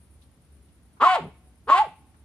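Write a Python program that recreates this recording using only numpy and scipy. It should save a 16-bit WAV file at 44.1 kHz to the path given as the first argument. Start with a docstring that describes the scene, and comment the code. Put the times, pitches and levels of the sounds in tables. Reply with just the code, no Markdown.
"""Quiet garden at night, two microphone ports, a small dog a few steps away.
From the start a bush cricket rasps in bursts of noise over a far rumble and thin hiss; leaves tick as decaying noise.
At 1.0 s and 1.7 s the dog barks: hoarse noisy folds, a yelp of gliding tones with a second tone above,
then a low grunt of slack folds. Ground, fence, house and shrubs throw it back as echoes and scatter.
Rumble and cricket carry on to the end, with one late tick."""
import sys
import numpy as np
from scipy import signal
from scipy.fft import rfft, irfft
from scipy.io import wavfile
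from scipy.ndimage import uniform_filter1d

SR = 44100
rng = np.random.default_rng(int(sys.argv[2]) if len(sys.argv) > 2 else 0)


def bounce(signal):
    """Save signal as a 16-bit WAV file at the path given by the first command-line argument."""
    frames = np.transpose(np.atleast_2d(signal))
    limited = np.clip(frames, -1, 1)
    pcm = np.round(limited * 32767).astype(np.int16)
    wavfile.write(sys.argv[1], SR, pcm)


N = 99092
TIME = np.arange(N) / SR  # t/s

# Course of each bark: t/s, pitch f/Hz, then level/dB of fundamental, hoarse throat and rasp
BARKS = [
    [(.999, 400.3, -53, -39, -59), (1.011, 467.5, -50.5, -24, -34.5), (1.024, 560.1, -37.5, -16, -32.5),
     (1.039, 630, -36, -17, -31), (1.052, 707.4, -28, -22.5, -29.5), (1.085, 752.4, -22, -29.5, -30.5),
     (1.125, 742.1, -20.5, -34.5, -30.5), (1.158, 687.6, -26.5, -26.5, -30),
     (1.176, 535.3, -32.5, -36, -49), (1.2, 333.5, -40, -42.5, -55.5), (1.235, 230.4, -57, -55.5, -58.5)],
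    [(1.671, 392.5, -46, -47, -65.5), (1.683, 471.8, -40, -31, -43.5), (1.702, 599, -31, -15.5, -31),
     (1.721, 654.4, -40.5, -35, -33.5), (1.75, 726.3, -27, -25, -32), (1.785, 787.5, -20.5, -29, -28),
     (1.805, 874, -17, -45, -39), (1.821, 879.4, -19, -44, -39), (1.83, 747, -32, -43.5, -52.5),
     (1.853, 586, -43, -52.5, -55), (1.875, 371, -47.5, -74, -79)],
]
# Second tone of each bark: t/s, f/Hz, level/dB
SECOND_TONES = [
    [(1.018, 1065, -35), (1.039, 1259, -11.5), (1.052, 1136, -18), (1.076, 1068, -13), (1.088, 1023, -26),
     (1.118, 1088, -39.5), (1.136, 1096, -23), (1.148, 1084, -32), (1.155, 921, -23), (1.205, 866, -40.5)],
    [(1.7, 1092, -38.5), (1.72, 1099, -11), (1.744, 1084, -19), (1.753, 1055, -18.5), (1.777, 1088, -21),
     (1.8, 1056, -50.5)],
]
# Where each bark rings clearest: t/s, half width to 1/e t/s, second harmonic level/dB
CLEAREST = [(1.1, 0.017, -31), (1.786, .012, -42)]
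# Colour of the hoarse throat, and of the rasp at the open mouth: f/Hz, relative level/dB
THROAT_COLOUR = [(140, -49.5), (235, -19), (650, -15), (870, -5), (1150, 4), (1320, -5.5), (1500, -10.5),
                 (1800, -16), (5000, -66)]
RASP_COLOUR = [(500, -34.5), (1100, -11.5), (1480, 5), (1700, -4), (1950, 1.5), (2400, -2), (3000, -3),
               (5200, -19.5), (5900, -32), (6500, -20), (8200, -23.5), (9600, -27.5), (13300, -31.5),
               (15000, -43)]
# Grunt as the throat closes after each bark: start t/s, length t/s, starting pitch f/Hz, level/dB
GRUNTS = [(1.192, 0.11, 186.5, -37.5), (1.861, .055, 146.3, -52.5)]
# Colour of the grunt: f/Hz, relative level/dB
GRUNT_COLOUR = [(70, -19.5), (150, 3), (260, -7.5), (450, -12), (850, -16), (1400, -34), (8000, -72.5)]
# Between the microphone ports: f/Hz, left minus right level/dB
PORT_BALANCE = [(1150, 0.14), (1750, 7.5), (3100, -6.5), (5000, -6), (6500, -3.5), (8300, 12), (9600, 2),
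                (11500, 1.5)]
# Between the microphone ports: f/Hz, lead of the left phase/rad
PORT_LEAD = [(400, 0), (1500, 0.36), (2200, 1.68), (4000, 0.91), (4800, 1.5), (11000, 2)]
# Reflections off ground, fence and house: delay t/s, level/dB, extra delay at the right port t/s
ECHOES = [(.0045, -10.5, .0002), (.0125, -25, -.0002), (.028, -16.5, .0001), (.066, -23.5, -.0001)]
# Decay of the scatter from the shrubs, and of the far tail of the garden: f/Hz, fall by 60 dB t/s
SHRUB_DECAY = [(150, 0.18), (3000, .34), (13000, 0.33)]
FAR_DECAY = [(150, 0.59), (900, 1), (3000, 0.6), (10000, 0.9)]
# Colour of the shrub scatter, and of the far tail: f/Hz, level/dB
SHRUB_COLOUR = [(900, -12), (2500, -7), (9000, -10.5)]
FAR_COLOUR = [(750, -35), (1150, -44), (2600, -18), (6000, -35)]
# Left-right likeness of the scatter: f/Hz, likeness/1
TAIL_LIKENESS = [(300, 0.48), (900, 1), (2500, 0.091)]
# Ticks of leaves and twigs: t/s, level before rise and decay level/dB, centre f/Hz, decay to 1/e t/s
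TICKS = [(0.214, -61, 3600, .022), (.68, -71, 3040, .03), (.965, -55.5, 1130, .02),
         (2.139, -57, 1300, .012)]
# Wing strokes of each cricket chirp, the last a broad smear: delay t/s, width t/s, relative level/dB
STROKES = [(.003, 0.0051, 1), (0.03, 0.0055, 0), (.05, .006, -7), (0.027, .035, -2)]
# Colour of the cricket's scratch: f/Hz, relative level/dB
CRICKET_COLOUR = [(7500, -36.5), (8700, -5.5), (9900, -1), (10700, -8.5), (13000, -23)]
# Colour of the night air: f/Hz, relative level per Hz level/dB
AIR_COLOUR = [(28, -42.5), (48, -12), (68, 1.5), (88, -10.5), (220, -16), (500, -28), (1000, -33.5),
              (2200, -37.5), (7000, -45), (12000, -48.5), (15000, -54.5)]
# Left-right likeness of the night air: f/Hz, likeness/1
AIR_LIKENESS = [(300, 0.93), (1000, .6), (2500, 0.034)]

# Unsteady pitch of the dog: share of the pitch (rms), fastest change in Hz
JITTER, JITTER_HZ = 0.0079, 222
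STEADY_PITCH_HZ = 743  # JITTER holds here; the folds are more unsteady below, steadier above
CLEAR_CALM = 1  # share of the jitter lost at the clearest moment
OVERTONE_DB_PER_OCTAVE = -13
TONE_WANDER, TONE_FLUTTER, TONE_FLUTTER_HZ = 0.022, .22, 98  # shares of pitch and of amplitude (rms)
# Amplitude of the lines halfway between harmonics, and noise share of the power
THROAT_HALF_LINES, THROAT_NOISE = 0.83, .3
RASP_HALF_LINES, RASP_NOISE = 1, .3
GRUNT_HALF_LINES, GRUNT_NOISE = 0, .7
GRUNT_SAG, GRUNT_JITTER = .3, .08  # shares of the pitch
PUFF_DECAY = 0.27  # share of two fold cycles
EDGE_S = 0.0022  # the breath opens and closes over this time
TICK_OCTAVES, TICK_RISE_S = 0.45, 0.0088  # half width of the band, rise time
FIRST_CHIRP_S, CHIRPS_PER_S = 0.0085, 9.72
CHIRP_SCATTER_S, CHIRP_SCATTER_DB = 0.002, 2.1
CRICKET_LEFT_DB, CRICKET_RIGHT_DB, CRICKET_FADE_DB_PER_S = -66, -70.5, -0.74
AIR_DB = -55.5
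BASS_DRIFT_DB, BASS_DRIFT_HZ = 0.1, 3.9  # too slight to hear
BAND_LIMIT_HZ = 15200


def bark(rows, tone_rows, clearest):
    """A gliding fundamental with brief overtones, a second tone, a hoarse throat and a bright rasp."""
    s, *columns = np.transpose(rows)
    during = (TIME >= s[0]) & (TIME <= s[-1])
    t = TIME[during]
    pitch, voice_db, throat_db, rasp_db = (np.interp(t, s, c) for c in columns)
    clear_s, clear_width, overtone_db = clearest
    clear = np.exp(-((t - clear_s) / clear_width) ** 2)

    jitter = JITTER * (STEADY_PITCH_HZ / pitch) ** 3 * (1 - CLEAR_CALM * clear)
    turns = np.cumsum(pitch * (1 + jitter * wander(JITTER_HZ)[during])) / SR
    voice = cosine(turns)
    overtones = sum(amp(OVERTONE_DB_PER_OCTAVE * np.log2(k / 2)) * cosine(k * turns) for k in range(2, 5))

    throat_source = folds(turns, pitch, THROAT_HALF_LINES, THROAT_NOISE)
    throat = steadied(colour(throat_source, THROAT_COLOUR))
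    rasp_source = folds(turns, pitch, RASP_HALF_LINES, RASP_NOISE)
    rasp = steadied(colour(rasp_source, RASP_COLOUR))

    mouth = amp(voice_db) * voice + amp(overtone_db) * clear * overtones
    mouth += second_tone(tone_rows, during)
    mouth += amp(throat_db) * throat + amp(rasp_db) * rasp
    out = np.zeros(N)
    out[during] = gate(t, s) * mouth
    return out


def second_tone(rows, during):
    """A tone with its own pitch track, unsteady in pitch and fluttering in level."""
    t = TIME[during]
    s, hz, db = np.transpose(rows)
    pitch = np.interp(t, s, hz) * (1 + TONE_WANDER * wander(JITTER_HZ)[during])
    tone = cosine(np.cumsum(pitch) / SR) * amp(np.interp(t, s, db)) * gate(t, s)
    return tone * (1 + TONE_FLUTTER * wander(TONE_FLUTTER_HZ)[during])


def grunt(start, length, top_hz, db):
    """Slack folds flutter slowly and unevenly behind a closing mouth."""
    during = (TIME >= start) & (TIME < start + length)
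    progress = (TIME[during] - start) / length
    pitch = top_hz * (1 - GRUNT_SAG * progress) * (1 + GRUNT_JITTER * wander(JITTER_HZ)[during])
    source = folds(np.cumsum(pitch) / SR, pitch, GRUNT_HALF_LINES, GRUNT_NOISE)
    out = np.zeros(N)
    out[during] = amp(db) * np.sin(np.pi * progress) * steadied(colour(source, GRUNT_COLOUR))
    return out


def folds(turns, pitch, half, noise, count=26):
    """Vocal folds: harmonics, lines halfway between them, and a puff of air every second cycle."""
    k = np.arange(1, count + 1)[:, None]  # multiples of half the pitch
    lines = (np.where(k % 2, half, 1) * np.cos(np.pi * k * turns)).sum(0)
    pulses = lines * np.sqrt(2 * pitch / SR / (1 + half ** 2)) * np.sqrt(2)
    puff_shape = unit(0.16 + np.exp(-(turns / 2 % 1) / PUFF_DECAY))
    puffs = puff_shape * rng.standard_normal(len(turns))
    return np.sqrt(1 - noise) * pulses + np.sqrt(noise) * puffs


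def gate(t, times):
    """Breath that opens softly at the first time and closes at the last."""
    return np.clip(np.minimum(t - times[0], times[-1] - t) / EDGE_S, 0, 1)


def garden(x):
    """The direct sound, a few single reflections, scatter from shrubs and a faint far tail."""
    direct = ports(x)
    out = direct.copy()
    for delay, db, extra in ECHOES:
        for port, late in enumerate((delay, delay + extra)):
            out[port] += amp(db) * np.pad(direct[port], (round(late * SR), 0))[:N]
    shrubs = colour(tail(SHRUB_DECAY, build_s=0.0043), SHRUB_COLOUR)
    far = colour(tail(FAR_DECAY, build_s=0.07), FAR_COLOUR)
    return out + signal.fftconvolve(x[None], shrubs + far, axes=1)[:, :N]


def ports(x):
    """Level and phase differences between the two microphone ports, half given to each."""
    hz = bins(x)
    lean = amp(read(PORT_BALANCE, hz) / 2) * np.exp(.5j * read(PORT_LEAD, hz))
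    return irfft(rfft(x) * np.array([lean, 1 / lean]), N)


def tail(t60s, build_s):
    """Dense scatter that builds up and dies at its own speed in each band."""
    noise = pair(rng.standard_normal((2, SR)), TAIL_LIKENESS)
    hz, t, z = signal.stft(noise, SR, nperseg=256)
    decay = amp(-60 * t / read(t60s, hz)[:, None])
    taps = signal.istft(z * decay, SR, nperseg=256)[1]
    taps = taps * np.minimum(np.arange(taps.shape[1]) / SR / build_s, 1)
    return taps / np.linalg.norm(taps[0])


def leaves():
    """Faint ticks: short bands of noise that rise quickly and die away."""
    out = np.zeros((2, N))
    for s, db, hz, decay in TICKS:
        t = np.maximum(TIME - s, 0)
        band = 1 / (1 + (np.log2((bins(TIME) + 1) / hz) / TICK_OCTAVES) ** 2)
        rustle = unit(irfft(rfft(rng.standard_normal((2, N))) * band, N))
        out += amp(db) * np.minimum(t / TICK_RISE_S, 1) * np.exp(-t / decay) * rustle
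    return out


def cricket():
    """Regular chirps of three scratchy wing strokes, smeared by the foliage."""
    power = np.zeros(N)
    for start in np.arange(FIRST_CHIRP_S, N / SR, 1 / CHIRPS_PER_S):
        for delay, width, db in STROKES:
            late, louder = rng.standard_normal(2)
            t = TIME - start - delay - CHIRP_SCATTER_S * late
            stroke = np.exp(-np.minimum((t / width) ** 2, 20))
            power += amp(db + CHIRP_SCATTER_DB * louder) ** 2 * stroke
    scratch = unit(colour(rng.standard_normal((2, N)), CRICKET_COLOUR))
    level = amp([[CRICKET_LEFT_DB], [CRICKET_RIGHT_DB]]) * amp(CRICKET_FADE_DB_PER_S * TIME)
    return scratch * np.sqrt(power) * level


def air():
    """Steady far rumble and a thin hiss as shaped noise."""
    noise = pair(rng.standard_normal((2, N)), AIR_LIKENESS)
    bed = unit(irfft(rfft(noise) * amp(read(AIR_COLOUR, bins(noise))), N))
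    bass = irfft(rfft(bed) * np.exp(-(bins(bed) / 400) ** 2), N)
    bass_gain = amp(BASS_DRIFT_DB * wander(BASS_DRIFT_HZ))
    return amp(AIR_DB) * (bed + bass * (bass_gain - 1))


def amp(db):
    """Amplitude factor of a level in dB."""
    return 10 ** (np.asarray(db) / 20)


def unit(x):
    """Scales a sound to rms 1."""
    return x / np.sqrt(np.mean(x ** 2) + 1e-20)


def steadied(x, size=500):
    """Holds a sound at rms 1 from moment to moment, over a window in samples."""
    return x / np.sqrt(abs(uniform_filter1d(x ** 2, size)) + 1e-12)


def cosine(turns):
    """A pure tone of rms 1 from its phase in turns."""
    return np.sqrt(2) * np.cos(2 * np.pi * turns)


def wander(rate_hz):
    """Smooth random motion of rms 1, with little above the given rate."""
    return unit(irfft(rfft(rng.standard_normal(N)) * np.exp(-(bins(TIME) / rate_hz) ** 2), N))


def bins(x):
    """Frequencies of the spectrum of x in Hz."""
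    return np.fft.rfftfreq(x.shape[-1], 1 / SR)


def read(points, hz):
    """A table's value, interpolated on a log-frequency axis."""
    f, value = np.transpose(points)
    return np.interp(np.log(hz + 1), np.log(f + 1), value)


def colour(x, points):
    """Causal minimum-phase filter with the given f/Hz, level/dB response."""
    log_gain = np.log(amp(read(points, abs(np.fft.fftfreq(4096, 1 / SR)))))
    taps = np.fft.ifft(np.exp(np.conj(signal.hilbert(log_gain)))).real
    taps = taps[:len(taps) // 2]
    return np.apply_along_axis(lambda v: signal.fftconvolve(v, taps)[:len(v)], -1, x)


def pair(x, likeness):
    """Makes two unrelated channels alike by a share that depends on frequency."""
    a, b = rfft(x)
    same = np.clip(read(likeness, bins(x)), -1, 1)
    return irfft(np.array([a, same * a + np.sqrt(1 - same ** 2) * b]), x.shape[-1])


def scene():
    """The dog heard through the garden, over leaves, cricket and night air."""
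    dog = sum(bark(*tables) for tables in zip(BARKS, SECOND_TONES, CLEAREST))
    dog = dog + sum(grunt(*row) for row in GRUNTS)
    return garden(dog) + leaves() + cricket() + air()


def record(dry):
    """The recorder's band limit, a steep low-pass."""
    taps = signal.firwin(511, BAND_LIMIT_HZ, window=("kaiser", 9), fs=SR)
    return signal.oaconvolve(dry, taps[None], "same")


dry = scene()
out = record(dry)
bounce(out)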